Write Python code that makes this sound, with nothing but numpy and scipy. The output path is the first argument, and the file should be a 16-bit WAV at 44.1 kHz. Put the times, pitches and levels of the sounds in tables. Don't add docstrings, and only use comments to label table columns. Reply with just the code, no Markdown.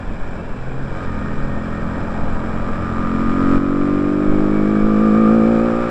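import sys
import numpy as np
from scipy import signal
from scipy.fft import rfft, irfft, next_fast_len
from scipy.io import wavfile

SR = 44100
rng = np.random.default_rng(int(sys.argv[2]) if len(sys.argv) > 2 else 0)


def transcribe(u):
    v = np.clip(np.atleast_2d(u).T, -1, 1)
    q = np.round(v * 32767).astype(np.int16)
    wavfile.write(sys.argv[1], SR, q)


N = 260190
T = np.arange(N) / SR


def amp(db):
    return 10 ** (np.asarray(db) / 20)


def unit(x):
    return x / np.sqrt(np.mean(x ** 2) + 1e-20)


def curves(rows, t=T):
    s, *columns = np.transpose(rows)
    return [np.interp(t, s, c) for c in columns]


def hump(x, centre, width):
    return 1 / (1 + (2 * (x - centre) / width) ** 2)


def drift(hz):
    t = np.linspace(0, T[-1], num=4096)
    f = np.fft.rfftfreq(len(t), t[1])
    spectrum = rfft(rng.standard_normal(len(t))) * np.exp(-(f / hz) ** 2)
    return np.interp(T, t, unit(irfft(spectrum)))


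def colour(x, spectrum):
    hz, db = np.transpose(spectrum)
    size = next_fast_len(N, True)
    f = np.fft.rfftfreq(size, 1 / SR)
    gain = amp(np.interp(np.log(f + 1), np.log(hz + 1), db))
    return unit(irfft(rfft(x, size) * gain, size)[:N])


def ring(x, hz, width):
    return signal.lfilter(*signal.iirpeak(hz, hz / width, SR), x)


# t/s, f/Hz [firings per second]
ENGINE_SPEED = [(0, 45.45), (.3, 45.6), (.55, 41.5), (.8, 42.4), (1.02, 46.4), (1.1, 42.15), (1.8, 43.38),
                (2.7, 44.13), (3.2, 44.71), (3.65, 46.88), (4.1, 48.84), (4.4, 50.65), (5.1, 53.9),
                (5.9, 58.8)]
# start t/s, strongest t/s, end t/s, one crest t/s, swing f/Hz [firings per second]
SURGE_BOUTS = [(0.999, 1.502, 4.0, 1.865, .6), (4.1, 5.403, 9, 5.355, 1.15)]
FIRINGS_PER_WHEEL_TURN = 8.52


def crank(jitter=.0012):
    climb, = curves(ENGINE_SPEED)
    turns = np.cumsum(climb) / SR / FIRINGS_PER_WHEEL_TURN
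    surge = 0
    for start, top, end, crest, swing in SURGE_BOUTS:
        depth = np.interp(T, [start, top, end], [0, swing, 0])
        turns_from_crest = turns - np.interp(crest, T, turns)
        surge = surge + depth * np.cos(2 * np.pi * turns_from_crest)
    return (climb + surge) * (1 + jitter * drift(40))


def octaves(corner_rate_hz=43.75):
    return np.log2(curves(ENGINE_SPEED)[0] / corner_rate_hz)


# t/s, load [0 rolling, 1 pulling, 2 flat out]
ENGINE_LOAD = [(0, 0), (2.75, 0), (3.35, 0.75), (4.1, 0.99), (5.0, 1.84), (5.9, 2)]
# t/s, level/dB
EXHAUST_EFFORT = [(0, -39.5), (.8, -41.5), (1.05, -34.5), (1.55, -32), (2.0, -33.5), (2.7, -33.5),
                  (3.1, -27), (3.15, -24.5), (3.5, -19.5), (3.7, -16.5), (4.35, -16.5), (4.95, -19),
                  (5.3, -16.5), (5.6, -17), (5.9, -22)]
# order [multiples of the firing rate], relative level/dB
PULSE_ROLLING = [(1, -1), (2, 0), (3, -7.5), (4, -5), (5, -13), (6, -6.5), (7, -9), (8, -14), (9, -14.5),
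                 (10, -12.5), (11, -24), (12, -12), (13, -11.5), (14, -20), (15, -23.5), (16, -19.5)]
PULSE_PULLING = [(1, -18.5), (2, -7.5), (3, -7.5), (4, -9), (5, -7), (6, 2), (7, -4), (8, -8), (9, -21.5),
                 (10, -15.5), (11, -15.5), (12, -18), (13, -18.5), (14, -36.5), (15, -25), (16, -26)]
PULSE_FLAT_OUT = [(1, -16.5), (2, -13.5), (3, -9.5), (4, -11), (5, -10), (6, -8.5), (7, -13), (8, -16.5),
                  (9, -8), (10, -13), (11, -32), (12, -24), (13, -20), (14, -23.5), (15, -37), (16, -28)]
BOOM_HZ, BOOM_WIDTH_HZ, BOOM_LIFT_DB = 217.25, 31.5, 14.5


def exhaust(cycles, low_db=-2, low_fade_db=1.6, wander_db=1.5):
    t = np.linspace(0, T[-1], num=600)
    load, = curves(ENGINE_LOAD, t)
    pull = np.minimum(load, 1)
    shapes = np.array([PULSE_ROLLING, PULSE_PULLING, PULSE_FLAT_OUT])[:, :, 1]
    db = np.array([np.interp(load, [0, 1, 2], order) for order in shapes.T])
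    index = np.arange(len(db))[:, None]

    effort, = curves(EXHAUST_EFFORT, t)
    db += effort - 20 * np.log10(np.linalg.norm(amp(db[5:]), axis=0))
    db[:3] += low_db - low_fade_db * load
    order_hz = (index + 1) * curves(ENGINE_SPEED, t)[0]
    db += BOOM_LIFT_DB * hump(order_hz, BOOM_HZ, BOOM_WIDTH_HZ)
    wander = np.array([np.interp(t, T, drift(4)) for _ in db])
    db += wander_db * (1 - pull) * wander

    abrupt = np.interp(load, [1, 2], [.2, .5])
    mirrored = amp(np.vstack([db[:1], db, db[-2::-1]]))
    minimum_phase = -signal.hilbert(np.log(mirrored), axis=0).imag[1:len(db) + 1]
    phase = abrupt * minimum_phase
    lead = np.interp(load, [0, 1, 2], [0.452, 0.25, 0.17])
    phase += 2 * np.pi * lead * np.minimum(index - 5, 0)
    smear = np.interp(load, [0, 1, 2], [0.1275, .12, 0.092])
    phase -= smear * np.maximum(index - 6, 0) ** 2

    pulses, turn, wave = 0, np.exp(2j * np.pi * cycles), 1
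    for level, angle in zip(db, phase):
        wave = wave * turn
        strength = np.interp(T, t, amp(level) * np.exp(1j * angle))
        pulses = pulses + (wave * strength).real
    rough = np.interp(np.interp(T, t, load), [0, 1], [0.12, 0.02])
    return -np.sqrt(2) * pulses * (1 + rough * drift(30))


VALVE_KNOCKS = [(0, 1), (.444, .8)]


def knocks(cycles, length, lag=.12):
    return sum(size * np.exp(-((cycles - place - lag) % 1) / length) for place, size in VALVE_KNOCKS)


# f/Hz, width f/Hz, relative level/dB
CASING_MODES = [(960, 66, -9), (1105.6, 150, -4.5), (1224, 110, 12.5), (1321, 43, 2.5), (1600, 310, -11.5),
                (1822, 58, -13.5), (2250, 840, -31)]
# t/s, level/dB
CLACK_LEVEL = [(0, -64), (.88, -56), (.97, -35), (1.2, -39), (2.4, -37), (3.05, -29.5), (3.5, -28.5),
               (3.9, -28), (4.15, -33), (4.8, -29.5), (5.27, -26), (5.5, -29), (5.9, -25.5)]


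def casing(x):
    return unit(sum(amp(db) * ring(ring(x, hz, width), hz, 2 * width) for hz, width, db in CASING_MODES))


def valves(cycles, soft_hz=4500, uneven=0.037):
    blows = unit(np.diff(knocks(cycles, 0.0028), prepend=0)) * (1 + uneven * drift(80))
    blows = signal.sosfilt(signal.butter(2, soft_hz, fs=SR, output="sos"), blows)
    chatter = knocks(cycles, 0.41) * rng.standard_normal(N)
    loose = np.interp(curves(ENGINE_LOAD)[0], [0, 1, 2], [0.28, 0.055, 0.49])
    mix = np.sqrt(1 - loose ** 2) * casing(blows) + loose * casing(chatter)
    return amp(curves(CLACK_LEVEL)[0]) * mix


# order [of the firing rate], level/dB [against the clack], resonance f/Hz, width f/Hz, lift/dB
GEAR_WHINES = [(22, -14, 1195, 52, 12), (44, -27, 2280, 80, 15.5), (43, -30.5, 1840, 92, 25.5),
               (42, -30.5, 2335, 80, 12.5)]
TEETH = 22


def gears(rate, cycles, slack=0.34, throb=0.33):
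    angle = 2 * np.pi * cycles + slack * drift(45) / TEETH
    whine = 0
    for order, db, hz, width, lift in GEAR_WHINES:
        order = round(order)
        level = db + lift * hump(order * rate, hz, width)
        whine = whine + amp(level) * np.sin(order * angle)
    throbbing = 1 + throb * np.cos(2 * np.pi * 2 * cycles)
    return np.sqrt(2) * amp(curves(CLACK_LEVEL)[0]) * whine * throbbing


# f/Hz, relative level/dB
RATTLE_SPECTRUM = [(700, -11), (1000, -7.5), (1300, 0), (1650, 1), (1900, -8), (2030, -16), (2350, -3.5),
                   (2700, -18.5), (3100, -16.5), (4100, -22.5), (4450, -28), (5050, -21.5), (6400, -34),
                   (7000, -30.5), (7450, -23), (8200, -34), (10000, -43.5), (11500, -52.5), (15000, -74)]
RATTLE_BASE_DB, RATTLE_FOLLOW, RATTLE_DB_PER_OCTAVE = -32.5, .12, 8.5


def rattle(cycles, steady=1.4, flicker_db=0.5):
    shake = (steady + knocks(cycles, 0.18)) * amp(flicker_db * drift(60))
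    db = RATTLE_BASE_DB + RATTLE_FOLLOW * curves(CLACK_LEVEL)[0] + RATTLE_DB_PER_OCTAVE * octaves()
    return amp(db) * colour(shake * rng.standard_normal(N), RATTLE_SPECTRUM)


# f/Hz, relative level/dB
ROAD_SPECTRUM = [(20, -19.5), (60, 1), (110, -0.5), (250, -3), (400, -9), (560, -6), (700, -11),
                 (1000, -11), (1300, -18.5), (2500, -37.5), (6000, -77.5), (15000, -81.5)]
# t/s, length t/s, lift/dB
ROAR_SWELLS = [(2.44, 1.3, 5.5), (4.421, .35, 4.5)]
ROAR_CORNER_DB, ROAR_DB_PER_OCTAVE = -32.5, 5.5
APEX_S, APEX_LENGTH_S, SCRUB_DB, APEX_LIFT_DB = 2.2, 0.26, -51.5, 17.5


def tyres(bump_db=1.24, scrub_hz=760, scrub_width_hz=220):
    roar = colour(rng.standard_normal(N) * amp(bump_db * drift(49)), ROAD_SPECTRUM)
    swell_db = sum(lift * hump(T, s, length) for s, length, lift in ROAR_SWELLS)
    roar_db = ROAR_CORNER_DB + ROAR_DB_PER_OCTAVE * octaves() + swell_db
    scrub = ring(rng.standard_normal(N), scrub_hz, scrub_width_hz)
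    scrub = unit(ring(scrub, scrub_hz, scrub_width_hz))
    scrub_db = SCRUB_DB + APEX_LIFT_DB * hump(T, APEX_S, APEX_LENGTH_S)
    return amp(roar_db) * roar + amp(scrub_db) * scrub


# t/s, f/Hz [firings per second], level/dB
RIVAL_PASS = [(0, 62, -55), (.3, 59, -38), (.5, 61, -39), (.65, 64, -31), (.8, 66.6, -29.5), (1.0, 67, -36),
              (1.15, 69.8, -31), (1.5, 70.4, -33), (2.2, 78, -40)]
# order, relative level/dB
RIVAL_ORDERS = [(1, -7), (2, 5.5), (3, -7.5), (4, -1), (5, -17), (6, -8), (7, -9.5), (8, -14.5), (9, -24),
                (10, -22)]


def rival(waver_db=1.5, fade_db_per_s=40):
    hz, db = curves(RIVAL_PASS)
    db = db - fade_db_per_s * np.maximum(T - RIVAL_PASS[-1][0], 0)
    angle = 2 * np.pi * np.cumsum(hz * (1 + .006 * drift(12.1))) / SR
    orders = sum(amp(level + waver_db * drift(4.2)) * np.cos(round(k) * angle)
                 for k, level in RIVAL_ORDERS)
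    return amp(db) * unit(orders)


# t/s, f/Hz
WHISTLE_GLIDE = [(0, 2740), (.2, 2420), (.49, 2730), (.85, 2358), (1.0, 2320)]
WHISTLE_DB, WHISTLE_END_S, WHISTLE_FADE_DB_PER_S = -59.5, .85, 190


def whistle(waver=0.0057, flutter_db=4):
    hz, = curves(WHISTLE_GLIDE)
    fade_db = WHISTLE_FADE_DB_PER_S * np.maximum(T - WHISTLE_END_S, 0)
    db = WHISTLE_DB + flutter_db * drift(25) - fade_db
    angle = 2 * np.pi * np.cumsum(hz * (1 + waver * drift(60))) / SR
    return np.sqrt(2) * amp(db) * np.sin(angle)


# f/Hz, relative level/dB
WIND_SPECTRUM = [(2, 6), (8, 13.5), (20, 3.5), (45, -5.5), (70, -15), (110, -28), (250, -42), (1000, -70),
                 (15000, -100)]
# t/s, lift/dB [above the steady wind]
WIND_GUSTS = [(.1, 4.5), (1.47, 5), (2.2, 4.5), (2.33, 5), (2.75, 4.5), (3.26, 4.5), (3.55, 4), (4.31, 9),
              (4.43, 5), (4.58, 4), (4.82, 8.5)]
WIND_DB, GUST_LENGTH_S = -23.5, 0.098


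def wind(lump_db=1.0):
    db = WIND_DB + sum(lift * hump(T, s, GUST_LENGTH_S) for s, lift in WIND_GUSTS)
    return amp(db) * colour(rng.standard_normal(N) * amp(lump_db * drift(39)), WIND_SPECTRUM)


def scene():
    rate = crank()
    cycles = np.cumsum(rate) / SR
    kart = exhaust(cycles) + valves(cycles) + gears(rate, cycles) + rattle(cycles) + tyres()
    return (kart + rival() + whistle() + wind())[None]


# t/s, level/dB
OVERALL_LEVEL = [(0, 0), (3.3, 0), (3.565, 2), (3.59, -3.5), (3.9, -2)]
TREBLE_EDGE_HZ, HISS_DB = 15100, -80


def record(dry):
    lowpass = signal.firwin(511, TREBLE_EDGE_HZ, window=("kaiser", 9), fs=SR)
    hiss = amp(HISS_DB) * rng.standard_normal(N)
    levelled = dry * amp(curves(OVERALL_LEVEL)[0])
    return signal.oaconvolve(levelled + hiss, lowpass[None], "same")


dry = scene()
out = record(dry)
transcribe(out)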